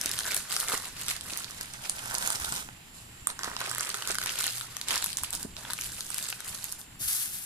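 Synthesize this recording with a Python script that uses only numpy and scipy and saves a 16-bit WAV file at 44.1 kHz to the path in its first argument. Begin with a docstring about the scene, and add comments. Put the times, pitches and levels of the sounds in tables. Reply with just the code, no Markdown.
"""Creases snap over fine crinkling as two hands fold and roll newspaper round vegetables in a small room.
Each snap is a buckling facet of paper that rings briefly and excites the hollow air modes of the roll.
Many tiny buckles merge into a rustle, a palm smooths the roll with a frictional hiss, and the parcel
bumps the table with damped thuds. At the end a thin sheet is swept up with a bright swish."""
import sys
import numpy as np
from scipy import signal
from scipy.fft import rfft, irfft
from scipy.io import wavfile
from scipy.ndimage import uniform_filter1d, map_coordinates

SR = 44100
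rng = np.random.default_rng(int(sys.argv[2]) if len(sys.argv) > 2 else 0)


def digitize_waveform(pressure):
    """Quantize a signal to 16-bit integers and store it at the path in sys.argv[1].

    Rows of a 2-D input are taken as channels; values are limited to [-1, 1].
    """
    field = np.atleast_2d(pressure).T
    bounded = np.clip(field, -1, 1)
    quanta = np.round(bounded * 32767).astype(np.int16)
    wavfile.write(sys.argv[1], SR, quanta)


N = 328545
TIME = np.arange(N) / SR

# main resonance of the air in the roll, shifting as it is folded: t/s, f/Hz
ROLL_MODE = [(.15, 1810), (.4, 1420), (.75, 1164), (1.1, 1169), (1.9, 820), (2.7, 866), (3.27, 1220),
             (3.5, 1000), (3.8, 1290), (4.2, 1520), (4.6, 1400), (4.95, 1004), (5.7, 975), (5.8, 1680),
             (6.35, 1460), (6.6, 960)]
# where the paper is worked: t/s, lag of the left microphone/samples
WORK_POSITION = [(0, 0.5), (1, 2), (1.7, 9), (2.7, 9.5), (3.7, 5.5), (4.5, 2.5), (6.8, 0.5), (7, -9)]
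RESTING_DB = -55  # rustle under resting fingers


def gain_of(db):
    """A level in decibels gives an amplitude ratio."""
    return 10 ** (np.asarray(db) / 20)


def unit_rms(x):
    """Normalisation to unit mean power."""
    return x / np.sqrt(np.mean(x ** 2) + 1e-20)


def at_frequency(points, hz):
    """Interpolation on a logarithmic frequency axis."""
    f, value = np.transpose(points)
    return np.interp(np.log(hz + 1), np.log(f + 1), value)


def at_time(rows, t=TIME):
    """Linear interpolation of each column in time."""
    s, *columns = np.transpose(rows)
    return [np.interp(t, s, c) for c in columns]


def add(mix, s, sound):
    """Superposition of a stereo sound starting at s seconds."""
    part = mix[:, max(round(s * SR), 0):][:, :sound.shape[1]]
    part += sound[:, :part.shape[1]]


def panned(db):
    """A left-right level difference at constant total power."""
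    ratio = gain_of(np.atleast_1d(db))
    return np.array([ratio, np.ones_like(ratio)]) / np.sqrt((1 + ratio ** 2) / 2)


def correlate(z, coherence):
    """Partial coherence: two microphones share part of a sound."""
    coherence = np.clip(coherence, 0, 1)
    return np.array([coherence * z[1] + np.sqrt(1 - coherence ** 2) * z[0], z[1]])


def noise(coherence, n=N):
    """Partly coherent white noise at two microphones."""
    return correlate(rng.standard_normal((2, n)), coherence)


def wander(per_s):
    """Random modulation of unit rms, with per_s new values a second."""
    return unit_rms(np.interp(TIME * per_s, np.arange(N), rng.standard_normal(N)))


def coloured(x, spectrum, tilt=0, size=2048):
    """Minimum-phase filtering of unit energy, tilted above 2 kHz in dB per octave."""
    hz = abs(np.fft.fftfreq(size, 1 / SR))
    log_gain = np.log(gain_of(at_frequency(spectrum, hz) + tilt * np.log2(np.maximum(hz, 2000))))
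    taps = np.fft.ifft(np.exp(np.conj(signal.hilbert(log_gain)))).real[:size // 2]
    return signal.oaconvolve(x, taps[None] / np.linalg.norm(taps), axes=1)[:, :x.shape[1]]


def resonate(x, hz, width_hz):
    """A damped resonator follows hz and keeps the power of white noise."""
    turn = np.exp(2j * np.pi * np.cumsum(hz * np.ones(x.shape[1])) / SR)
    r = np.exp(-np.pi * width_hz / SR)
    return (turn * signal.lfilter([np.sqrt(2 * (1 - r * r))], [1, -r], x / turn)).real


def band(x, hz, width_hz):
    """Two resonators in cascade pass a band with steeper skirts."""
    return unit_rms(resonate(resonate(x, hz, width_hz), hz, width_hz))


def stroke(t, length, rise_s=.042, release_s=.041, sag_db=-1.12):
    """Envelope of a hand's move: linear rise, slight sag while held, exponential release."""
    held = np.clip(t / rise_s, 0, 1) * gain_of(sag_db * np.clip(t / length, 0, 1))
    return held * np.exp(-np.maximum(t - length, 0) / release_s)


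def background(air_db=-53, swell_db=2, crossover_hz=330):
    """Noise floor: coherent rumble from the table, diffuse room hiss and a faint narrow-band whirr."""
    # rumble as the arms lean and shift on the table: t/s, level/dB
    leaning = [(0, 1.5), (1.2, 1.5), (1.8, 1), (2.5, 1), (4.1, -1.5), (4.7, -2), (5.4, 3), (7.4, -2.5)]
    # spectrum of rumble and hiss: f/Hz, level/dB
    floor_spectrum = [(20, -1), (60, -2), (170, -2.5), (300, -8.5), (520, -17.5), (850, -13), (1500, -20),
                      (3000, -33), (5500, -67), (8500, -25), (11000, -19.5), (13000, -26), (14800, -22),
                      (15800, -73)]
    # bands of the whirr: f/Hz, bandwidth/Hz, level/dB
    whirr_bands = [(120, 6.1, -62.5), (7380, 540, -58), (2750, 740, -65)]
    # slow swell of the whirr: t/s, level/dB
    whirr_swell = [(2.4, -2), (2.8, -1), (3.3, 1.5), (3.8, -1), (7, 0)]
    rumble = signal.sosfilt(signal.butter(2, crossover_hz, fs=SR, output="sos"), noise(1))
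    hiss = signal.sosfilt(signal.butter(2, crossover_hz, "high", fs=SR, output="sos"), noise(.15))
    rumble *= gain_of(at_time(leaning)[0] + swell_db * wander(14))
    air = gain_of(air_db) * unit_rms(coloured(rumble + hiss, floor_spectrum))
    for hz, width_hz, db in whirr_bands:
        source = noise(coherence=np.exp(-hz / 4000))
        whirr = band(source, hz * np.exp(.0078 * wander(21)), width_hz)
        air += gain_of(db + at_time(whirr_swell)[0] + 2 * wander(13)) * whirr
    return air


def reverberation(x):
    """Sparse reflections from table and walls decay exponentially, at a rate set by frequency."""
    # reverberation time of the room: f/Hz, T60/s
    decay_times = [(100, 0.083), (1000, 0.14), (4000, 0.26), (9000, 0.27), (16000, 0.022)]
    taps = rng.standard_normal((2, SR // 2)) * (rng.random((2, SR // 2)) < .06)
    taps[:, :SR // 300] = 0  # gap before the first reflection
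    hz, t, z = signal.stft(taps, SR, nperseg=256)
    decay = gain_of(-60 * t / at_frequency(decay_times, hz)[:, None])
    tail = signal.istft(z * decay, SR, nperseg=256)[1]
    return signal.fftconvolve(x, tail / np.linalg.norm(tail, axis=1, keepdims=True), axes=1)[:, :N]


def table_bumps(thud=.71, board=.098, t60_at_100_hz=.11):
    """Soft impacts excite one heavily damped mode, a dull puff round it and a knock of the table top."""
    # blows of hands and parcel: t/s, peak level/dB, f/Hz
    impacts = [(0.055, -33, 323), (.735, -27.5, 495), (1.325, -37, 315), (2.408, -39, 70),
               (2.518, -33.5, 170), (3.22, -41, 69.2), (3.475, -25, 480), (3.612, -31, 640),
               (4.101, -33, 421), (5.217, -39, 75.5), (5.339, -39, 203), (5.447, -30, 208),
               (5.453, -31, 303), (5.53, -46, 59.4), (6.501, -45.5, 71.5), (7.004, -43.5, 120),
               (7.048, -42, 60.3)]
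    out, t = np.zeros((2, N)), np.arange(SR // 4) / SR
    for s, db, hz in impacts:
        t60 = t60_at_100_hz * (100 / hz) ** .92  # higher modes die sooner
        source = noise(.995, len(t))
        puff = band(source, hz, 2 * hz)
        top = band(source, 360, 330) * min(hz / 200, 1)  # soft pushes barely stir it
        envelope = (1 - np.exp(-t / .00077)) * gain_of(-60 * t / t60)
        blow = envelope * (np.sin(2 * np.pi * hz * t) + thud * puff + board * top)
        add(out, s, gain_of(db) * blow / abs(blow).max())
    return out


def slips(t, decay_s, coherence, settling=.15):
    """Stress release in a crease: a sudden cluster of tiny slips, then weaker ones as it settles."""
    onset = 1 - np.exp(-(2 * t / decay_s) ** 2)
    decay = np.exp(-t / (.7 * decay_s)) + settling * np.exp(-t / (2.2 * decay_s))
    burst = noise(coherence, len(t)) * onset * decay
    return burst / np.linalg.norm(burst, axis=1, keepdims=True)


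def facet(x, hz, ring=.75, damping=.13):
    """Plate resonance: the small stiff panel beside a crease rings for a few cycles."""
    return (x + ring * resonate(x, hz, damping * hz)) / np.sqrt(1 + ring + ring ** 2)


def crinkles(per_s, spread_db, clump_db, slide, coherence, span_hz=(1500, 12000), force=1, kinds=32):
    """Shot noise: clumps of tiny buckles of many sizes, over the friction of sheet on sheet."""
    sizes = gain_of(spread_db * force * np.minimum(rng.exponential(1, N), 3))
    impulses = sizes * (rng.random(N) < per_s / SR)
    kind = rng.integers(0, kinds, N)
    grains, t = np.zeros((2, N)), np.arange(256) / SR
    for k, hz in enumerate(np.geomspace(*span_hz, kinds)):
        grain = facet(slips(t, rng.uniform(.00015, .0006), coherence), hz, damping=.32)
        grain *= panned(3 * rng.standard_normal())
        grains += signal.oaconvolve((impulses * (kind == k))[None], grain, axes=1)[:, :N]
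    buckling = np.clip((1 - slide) * force, 0, 1)  # a light touch only slides the paper
    paper = np.sqrt(buckling) * unit_rms(grains) + np.sqrt(1 - buckling) * noise(coherence)
    paper *= gain_of(clump_db * wander(130))
    local_power = uniform_filter1d((paper ** 2).mean(0), size=2600)
    return paper / np.sqrt(local_power + 1e-9)  # the hands set the mean power


def cavity(x, hz, width_hz=230, ring=.17, upper=1.0):
    """Cavity resonance: two modes of the air in the roll colour the parcel's broad response."""
    # response of the parcel: f/Hz, level/dB
    parcel_spectrum = [(60, -13), (250, -9.5), (400, -3.5), (600, -4.5), (900, -7.5), (1500, -4.5),
                       (2200, -8.5), (3200, -27), (6000, -41)]
    broad = coloured(x, parcel_spectrum)
    modes = resonate(broad, hz, width_hz) + upper * resonate(broad, 1.65 * hz, width_hz)
    return unit_rms(broad + ring * modes)


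def sliding(spectrum, coherent_below_hz, per_s, spread_db, clump_db):
    """Sliding friction: tiny crackles merge into a hiss, more coherent at low frequencies."""
    hiss = crinkles(per_s, spread_db, clump_db, slide=.6, coherence=.15)
    coherence = .78 / (1 + (np.fft.rfftfreq(N, 1 / SR) / coherent_below_hz) ** 4)
    return coloured(irfft(correlate(rfft(hiss), coherence), N), spectrum)


def sheet_swish():
    """Friction on a thin sheet as it is swept up; overlapping sweeps add in power."""
    # sweeps of the sheet: t/s, duration/s, level/dB
    sweeps = [(6.989, 0.042, -29), (7.046, 0.12, -28), (7.172, 0.056, -29.5), (7.296, 0.069, -35),
              (7.402, .06, -37)]
    # its bright hiss: f/Hz, level/dB
    sheet_spectrum = [(300, -54), (900, -17), (1400, -5.5), (2600, -7), (4500, -2.5), (7000, 1),
                      (9500, 3.5), (11500, 7.5), (13000, 1), (15300, -5), (16200, -40)]
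    power = sum((gain_of(db) * stroke(TIME - s, length, rise_s=.041, release_s=.064, sag_db=-2)) ** 2
                for s, length, db in sweeps)
    hiss = sliding(sheet_spectrum, coherent_below_hz=4200, per_s=4000, spread_db=4.5, clump_db=1)
    return hiss * np.sqrt(power) * panned(1.5)


def palm_smoothing():
    """Stick-slip friction of a palm along the roll hisses and drives the air inside."""
    # strokes of the palm: t/s, duration/s, hiss level/dB, cavity level/dB
    strokes = [(2.005, 0.25, -39.5, -42), (2.189, 0.15, -34, -38), (2.375, 0.225, -37.5, -43.5)]
    # hiss under the palm: f/Hz, level/dB
    hiss_spectrum = [(300, -35), (1500, -4.5), (2300, -4.5), (3200, -1), (4500, -3), (6000, 0), (7800, 0),
                     (10500, 0), (13000, -2.5), (15000, -9), (16300, -45)]
    # rubbing that drives the cavity: f/Hz, level/dB
    rub_spectrum = [(200, 3), (550, -3), (850, 1), (1500, 3), (2300, -1), (4000, -11)]
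    shapes = np.array([stroke(TIME - s, length, release_s=.045) for s, length, *_ in strokes])
    hiss_gain, roll_gain = np.sqrt(gain_of(np.array(strokes)[:, 2:].T) ** 2 @ shapes ** 2)
    rub = sliding(rub_spectrum, coherent_below_hz=3500, per_s=600, spread_db=3.5, clump_db=1.9)
    hiss = sliding(hiss_spectrum, coherent_below_hz=3500, per_s=550, spread_db=5.3, clump_db=1.3)
    roll_hz = at_time(ROLL_MODE)[0] * np.exp(.072 * wander(40))
    roll = cavity(rub, roll_hz, width_hz=260, ring=.23, upper=.35)
    rasp = gain_of(1.5 * wander(150))  # the skin catches and slips
    return (hiss * hiss_gain * panned(-4) + roll * roll_gain * panned(-2)) * rasp


def handwork():
    """Incoherent moves add in power: rows of t/s, rustle/dB, tilt/(dB/octave), cavity/dB, pan/dB."""
    # a hand squeezes or slides: t/s, duration/s, rustle level/dB, tilt/(dB/octave), cavity level/dB
    presses = [(-.02, .07, -40.5, -3, -46.5), (0.052, .33, -36, -2.5, -43.5), (0.472, 0.15, -33, 0.5, -42),
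               (0.648, 0.1, -32, -1, -36.5), (0.767, .1, -42, -1.5, -50.5), (0.953, 0.16, -39.5, -3, -51),
               (1.219, 0.184, -40.5, -1.5, -48.5), (1.432, .38, -50.5, -4, -59),
               (1.807, 0.08, -41.5, -2.5, -49), (1.923, 0.094, -44, -2, -49.5),
               (2.917, 0.11, -50, -1, -58.5), (3.436, 0.087, -46.5, -5, -43.5),
               (3.568, 0.15, -38, -4, -41.5), (3.743, 0.16, -37, -4, -43),
               (3.912, 0.19, -42.5, -2.5, -44.5), (4.185, 0.17, -37, -2.5, -45),
               (4.348, 0.13, -32.5, -2, -43), (4.482, .12, -37.5, 0.5, -64), (4.866, 0.087, -28.5, -4, -37),
               (4.997, 0.098, -35.5, 0, -73), (5.365, .06, -43.5, 2.5, -52.5),
               (5.538, .17, -46, -2.5, -50.5), (5.75, 0.1, -36.5, 1, -72), (5.891, 0.42, -43, 1, -82),
               (6.112, 0.19, -39, -1, -51.5), (6.431, .12, -37.5, 1, -48.5), (6.578, .14, -42.5, 0, -57)]
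    # a fold gives way at once: t/s, rustle level/dB, tilt/(dB/octave), cavity level/dB
    scrunches = [(0.338, -32, 6, -41), (1.075, -29.5, -4.5, -43.5), (1.367, -39, -5, -65),
                 (1.602, -43.5, -4, -50), (.245, -40, -2, -36.5), (3.274, -42, -5.5, -40),
                 (3.383, -43, -2, -39), (3.425, -40, -5, -36.5), (4.078, -31, -5, -36),
                 (4.258, -34, -8, -40.5), (4.8, -45.5, 2, -70), (4.94, -35, 0, -50),
                 (5.165, -35, -3.5, -54), (5.224, -38, -3, -65), (5.32, -31.5, 0.5, -44.5),
                 (6.778, -42.5, 7, -54.5)]
    # the held parcel creaks faintly: t/s, duration/s
    holds = [(-.1, 2.55), (3.399, 2.02), (5.678, .93)]
    t = TIME[::64]
    moves = [(np.ones_like(t), RESTING_DB, -8, -65)]  # envelope, rustle, tilt, cavity
    moves += [(stroke(t - s, length), -48.5, -4.5, -55) for s, length in holds]
    moves += [(stroke(t - s, length), *sound) for s, length, *sound in presses]
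    moves += [(stroke(t - s, .032, rise_s=.019, release_s=.026, sag_db=-4), *sound)
              for s, *sound in scrunches]
    shape, level_db, tilt, roll_db = map(np.array, zip(*moves))
    power = gain_of(level_db) ** 2 * shape.T ** 2
    roll_power = gain_of(roll_db) ** 2 * shape.T ** 2
    mean_tilt = power @ tilt / power.sum(1)
    pan_db = -.5 - .17 * at_time(WORK_POSITION, t)[0]  # the later microphone hears it softer
    return np.column_stack([t, 10 * np.log10(power.sum(1)), mean_tilt,
                            10 * np.log10(roll_power.sum(1)), pan_db])


def rustle(hands, flex_share=.73):
    """Source and filter: the same buckles sound crisp from the sheet and hollow from the roll."""
    # radiation of the sheet: f/Hz, level/dB
    paper_spectrum = [(200, -37), (900, -24), (1800, -3.5), (2600, -3.5), (4000, -0.5), (6000, -1),
                      (8500, 2.5), (11500, 3), (13000, -2.5), (15000, -8.5), (16500, -56)]
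    level_db, _, roll_db, pan_db = at_time(hands)
    force = np.clip((level_db - RESTING_DB) / 17, 0, 1)  # how hard the sheet is bent
    buckles = crinkles(per_s=420, spread_db=4, clump_db=1.1 + .7 * force, slide=.48, coherence=.28,
                       span_hz=(2200, 14000), force=force)
    hz, t, z = signal.stft(buckles, SR, nperseg=256)
    # sharper folds are brighter, and each clump has a brightness of its own
    tilt = at_time(hands, t)[1] + 1.2 * np.interp(t, TIME, wander(70))
    tilt_db = np.log2(np.maximum(hz, 2000))[:, None] * tilt
    # under a firm bend, changing facets each favour a narrow band for a few milliseconds
    patch = np.outer(np.hanning(7), np.hanning(6))
    flicker = unit_rms(signal.convolve2d(rng.standard_normal(z.shape[1:]), patch, "same"))
    facets_db = 2.4 * np.interp(t, TIME, force) * flicker
    colour = gain_of(at_frequency(paper_spectrum, hz)[:, None] + facets_db + tilt_db)
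    crisp = signal.istft(z * colour / np.sqrt(np.mean(colour ** 2, axis=0)), SR, nperseg=256)[1][:, :N]
    # whole panels flex more slowly, and both microphones hear them alike
    flexing = crinkles(per_s=600, spread_db=3, clump_db=1.9, slide=.55, coherence=.95,
                       span_hz=(600, 3200))
    drive = np.sqrt(1 - flex_share) * unit_rms(correlate(buckles, .23)) + np.sqrt(flex_share) * flexing
    roll_hz = at_time(ROLL_MODE)[0] * np.exp(.1 * wander(70))  # squeezing shifts the note
    roll = cavity(drive, roll_hz) * gain_of(roll_db) * panned(-.23)
    grip = gain_of(1.2 * wander(35))
    return (crisp * gain_of(level_db) * panned(pan_db) + roll) * grip


def small_creases(hands, count=48, onset_db=3.5, full_rate_db=8):
    """Threshold buckling: rows for crease_snaps, drawn at a rate that grows with the bending."""
    s, level_db = hands[:, 0], hands[:, 1]
    work = np.cumsum(np.clip(level_db - RESTING_DB - onset_db, 0, full_rate_db))
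    times = np.interp((np.arange(count) + rng.random(count)) / count, work / work[-1], s)
    size, pitch, tilt, side = np.clip(rng.standard_normal((count, 4)), -2, 2).T
    level_db, _, roll_db, pan_db = at_time(hands, times)
    excess_db = 1.3 * size - .19 * (level_db - np.median(level_db))  # clearest in light handling
    facet_hz = 5600 * 2 ** (.6 * pitch)
    return list(zip(times, level_db + 8.5 + excess_db, facet_hz, 3.8 * tilt,
                    roll_db + 4.5 + excess_db, pan_db + 6 * side))


def roll_knock(t, hz, force_db, ring_s=.002):
    """Impulse excitation of the roll: a light snap is a dry tap, a hard one makes the air inside pop."""
    # the dry tap: f/Hz, level/dB
    tap_spectrum = [(150, -23), (450, -32.5), (800, -12), (1400, -0.5), (2100, -8.5), (3200, -39),
                    (6000, -39)]
    mode = unit_rms(np.sin(2 * np.pi * hz * rng.uniform(.96, 1.04) * t) * np.exp(-t / ring_s))
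    tap = unit_rms(coloured(slips(t, .0008, coherence=.85), tap_spectrum))
    ring = np.interp(force_db, [-28, -18], [.6, .97])
    return unit_rms(ring * mode + np.sqrt(1 - ring ** 2) * tap)


def crease_snaps(hands, reference_hz=5000, reference_s=.00062, knock_trim_db=-2):
    """Snap-through buckling cracks and knocks the roll; a larger facet sounds lower and takes longer."""
    # loudest creases: t/s, level over 1 ms/dB, facet f/Hz, tilt/(dB/octave), knock force/dB, pan/dB
    loud_creases = [(.0129, -18, 5540, -0.5, -37, 5), (.0591, -16.5, 2440, -2, -35, 0),
                    (.1146, -20, 5440, -1, -46, 3), (.1782, -28, 3100, -7, -43, 3),
                    (.1893, -18, 3290, -3.5, -27.5, -2), (.2075, -26, 2600, -4, -29, 1),
                    (.2541, -30, 10800, 2, -42, 8), (.2624, -33, 6450, -10, -43, 5),
                    (.279, -36, 3020, -4, -37, 7), (.308, -26.5, 2450, -19, -36, -4),
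                    (.3344, -29, 3350, -6, -43, -4), (.3458, -15, 11000, 1, -39, 8),
                    (.3651, -17, 2300, 1, -45, -5), (.3949, -34, 6540, -5, -50, -3),
                    (.4093, -38, 7000, -2, -52, -5), (.5241, -24, 6000, -2, -48, -1),
                    (.5413, -25, 7000, 0, -35, 6), (.565, -16, 9500, -12.5, -25, 3.5),
                    (.6016, -18, 8900, 0, -44, -1), (.6302, -36, 9900, 0, -26, -4),
                    (.6845, -21, 10500, -7, -43, 0), (.7201, -29, 3920, -3, -21, 4),
                    (.7429, -25, 5400, 0, -22, -10), (.7769, -22.5, 6540, 1, -37, -6),
                    (.874, -36, 5500, -2, -43, -3), (1.0832, -20, 3420, -2, -38, -1),
                    (1.1554, -37, 9000, 0, -56, 2), (1.1645, -28.5, 6000, -5, -53, -10),
                    (1.21, -27, 8950, -8, -52, 0), (1.3342, -26.5, 4200, -10, -42, -6),
                    (1.374, -21.5, 6100, 14, -48, -3), (1.4317, -35, 8000, -4, -54, 3),
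                    (1.4443, -27.5, 6000, -9, -38, -10), (1.5088, -30, 5970, -2, -54, -5),
                    (1.6107, -25.5, 5500, 3, -30, 2), (1.6308, -31, 9900, 0, -51, 2),
                    (1.7367, -30, 6000, -3, -48, -1), (1.8964, -15, 7100, 0.5, -34, -1),
                    (1.9185, -44, 4460, -10, -44, -3), (2.1107, -29, 5510, -5, -26.5, -7),
                    (2.1431, -22.5, 6710, 7, -25, -5), (2.1512, -20, 8600, -8.5, -45, -5),
                    (2.1828, -19.5, 5410, 3, -47, -2), (2.2745, -17.5, 3580, 2, -26, -5),
                    (2.3029, -17.5, 4940, -1, -25.5, 0), (2.3227, -22, 7010, 0, -36, 0),
                    (2.357, -24, 5510, -6, -39, -3), (2.3995, -26.5, 9600, 6, -40, 6),
                    (2.4445, -25, 10200, 6, -26.5, 0), (2.4472, -22, 3750, -10, -41, -8),
                    (2.5231, -20, 7450, -5, -27.5, 6), (2.5618, -25.5, 3750, -7, -42, 2),
                    (2.6881, -40, 2400, -18, -31, -2), (3.271, -13.5, 3240, 7.5, -21.5, -5.5),
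                    (3.3018, -28, 3960, -6, -32, 1), (3.3915, -29.5, 5500, -3, -27, -5),
                    (3.4335, -23.5, 4990, -7, -26.5, -5), (3.4441, -25, 4800, -9, -31, -4),
                    (3.5147, -46, 3000, -4, -27.5, -3), (3.5657, -24, 5300, -12, -25.5, -6),
                    (3.6141, -29.5, 3000, -7, -21.5, -7), (3.714, -23.5, 7360, 6, -27, -12),
                    (3.7488, -25, 5940, -3, -43, -1), (3.7586, -32, 7500, -1, -26.5, -4),
                    (3.7823, -23, 2540, 8, -24.5, 4), (3.8082, -19.5, 8500, 0, -26, -3),
                    (3.8315, -28, 8050, -1, -44, -10), (3.8921, -24.5, 10500, 7, -28, -3),
                    (3.943, -22, 2550, -6.5, -23, -4), (4.0224, -25, 2950, -8, -32, 1),
                    (4.0742, -20.5, 7000, -2, -32, -1), (4.1159, -22.5, 10000, -8, -38, -2),
                    (4.1461, -23.5, 11700, 3, -29, 0), (4.1536, -23.5, 3000, -2, -24.5, -2),
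                    (4.1846, -19.5, 3000, -3, -20.5, -2), (4.2154, -25, 8300, -8, -25.5, 3),
                    (4.2603, -21, 6000, -4, -27, 3), (4.3889, -22, 9940, -3, -44, 14),
                    (4.4084, -21.5, 10700, -10, -25.5, 0), (4.4412, -19.5, 3880, -8, -38, 3),
                    (4.4664, -19, 2306, 4, -26.5, -1), (4.6108, -25, 11600, -10, -30, 6),
                    (4.7675, -23, 11200, -8.5, -33, 4), (4.8137, -23, 10700, -7, -42, -2),
                    (4.8844, -18.5, 3700, 0, -35, 0), (4.9213, -29, 9000, 0, -35, 5),
                    (4.9575, -18.5, 5500, 1, -48, 4), (4.9666, -28, 8500, -9, -28, 8),
                    (5.0244, -20.5, 4340, -8, -29, 5), (5.0426, -17, 11300, 9, -31, 10),
                    (5.0609, -21, 9640, 5, -31, 1), (5.1299, -25, 4540, -8, -54, 3),
                    (5.171, -18.5, 6260, 0, -52, -1), (5.1845, -29, 6500, -1, -34, -3),
                    (5.2348, -19, 2300, 7, -27, -3), (5.3058, -25, 8100, 1, -55, -1),
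                    (5.329, -26, 11000, 5, -42, -7), (5.351, -22, 8100, 9, -44, -5),
                    (5.4295, -23.5, 7950, 7, -52, -5), (5.5665, -29.5, 4360, -13, -39, -2),
                    (5.6505, -33.5, 3250, -21, -32.5, -4), (5.7012, -29, 1850, -8, -27.5, 1),
                    (5.7064, -25.5, 1750, -2, -31, 2), (5.7337, -20, 2810, 3, -32, 2),
                    (5.788, -28, 1900, -24, -31, -2), (5.811, -24, 6000, 0, -42, 3),
                    (5.9192, -31, 8100, -9, -52, -8), (6.0069, -23, 4170, -2, -37, 0),
                    (6.0455, -37, 7430, 0, -54, -4), (6.1034, -25, 8100, 4, -36, -12),
                    (6.144, -22, 7200, 6, -40, 0), (6.182, -21.5, 7700, 8, -35, 8),
                    (6.2265, -25.5, 3900, -2.5, -53, 3), (6.3004, -27, 3400, 10, -45, 10),
                    (6.3264, -25.5, 2748, -18, -29.5, 1), (6.4042, -27.5, 3750, -2, -33, 7),
                    (6.642, -21, 6540, 11, -43, -1), (6.724, -23.5, 5800, 6, -45, -3)]
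    # radiation of a crease: f/Hz, level/dB
    crease_spectrum = [(200, -20), (900, -32), (2000, -12.5), (3500, 4), (6000, 7.5), (8500, 12.5),
                       (11500, 11.5), (13500, 3), (16500, -16)]
    out, t = np.zeros((2, N)), np.arange(1024) / SR
    for s, level_db, hz, tilt, force_db, pan_db in loud_creases + small_creases(hands):
        burst = slips(t, reference_s * (reference_hz / hz) ** .45, coherence=.4)
        neighbour_hz = hz * (rng.uniform(1.3, 2.6) if hz < reference_hz else rng.uniform(.5, .8))
        crack = facet(burst, hz) + facet(burst, neighbour_hz) / 2  # both sides of the crease
        edge = unit_rms(coloured(crack, crease_spectrum, tilt)) * gain_of(level_db) * panned(pan_db)
        knock = roll_knock(t, at_time(ROLL_MODE, s)[0], force_db) * gain_of(force_db + knock_trim_db)
        add(out, s, (edge + knock) * np.sqrt(.001 / t[-1]))  # energy referred to 1 ms
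    return out


def scene(rustle_room_db=-11, snap_room_db=-10.5):
    """Direct sound, reverberation and noise floor superpose; a changing delay moves the work sideways."""
    hands = handwork()
    bed = rustle(hands) + palm_smoothing() + sheet_swish()
    hits = crease_snaps(hands) + table_bumps()
    left, right = bed + hits
    left = map_coordinates(left, [np.arange(N) - at_time(WORK_POSITION)[0]], order=5)
    reflections = reverberation(gain_of(rustle_room_db) * bed + gain_of(snap_room_db) * hits)
    return np.array([left, right]) + reflections + background()


def record(dry):
    """Frequency response: the two microphones differ in gain and phase, and share one band limit."""
    # balance: f/Hz, left-right level/dB
    balance = [(200, .5), (400, .5), (650, -7), (1200, -.5), (2400, -.5), (4400, -.5), (8000, -4.5),
               (13000, 6.5)]
    lag = [(170, 0), (520, 1.45), (720, 1.15), (950, 0)]  # f/Hz, phase lag of the left/rad
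    hz = np.fft.rfftfreq(N, 1 / SR)
    phase = np.exp(-1j * at_frequency(lag, hz) * np.array([[1], [0]]))
    spectrum = rfft(dry) * panned(at_frequency(balance, hz)) * phase
    lowpass = signal.firwin(255, cutoff=16500, window=("kaiser", 9), fs=SR)
    return signal.oaconvolve(irfft(spectrum, N), lowpass[None], "same")


dry = scene()
out = record(dry)
digitize_waveform(out)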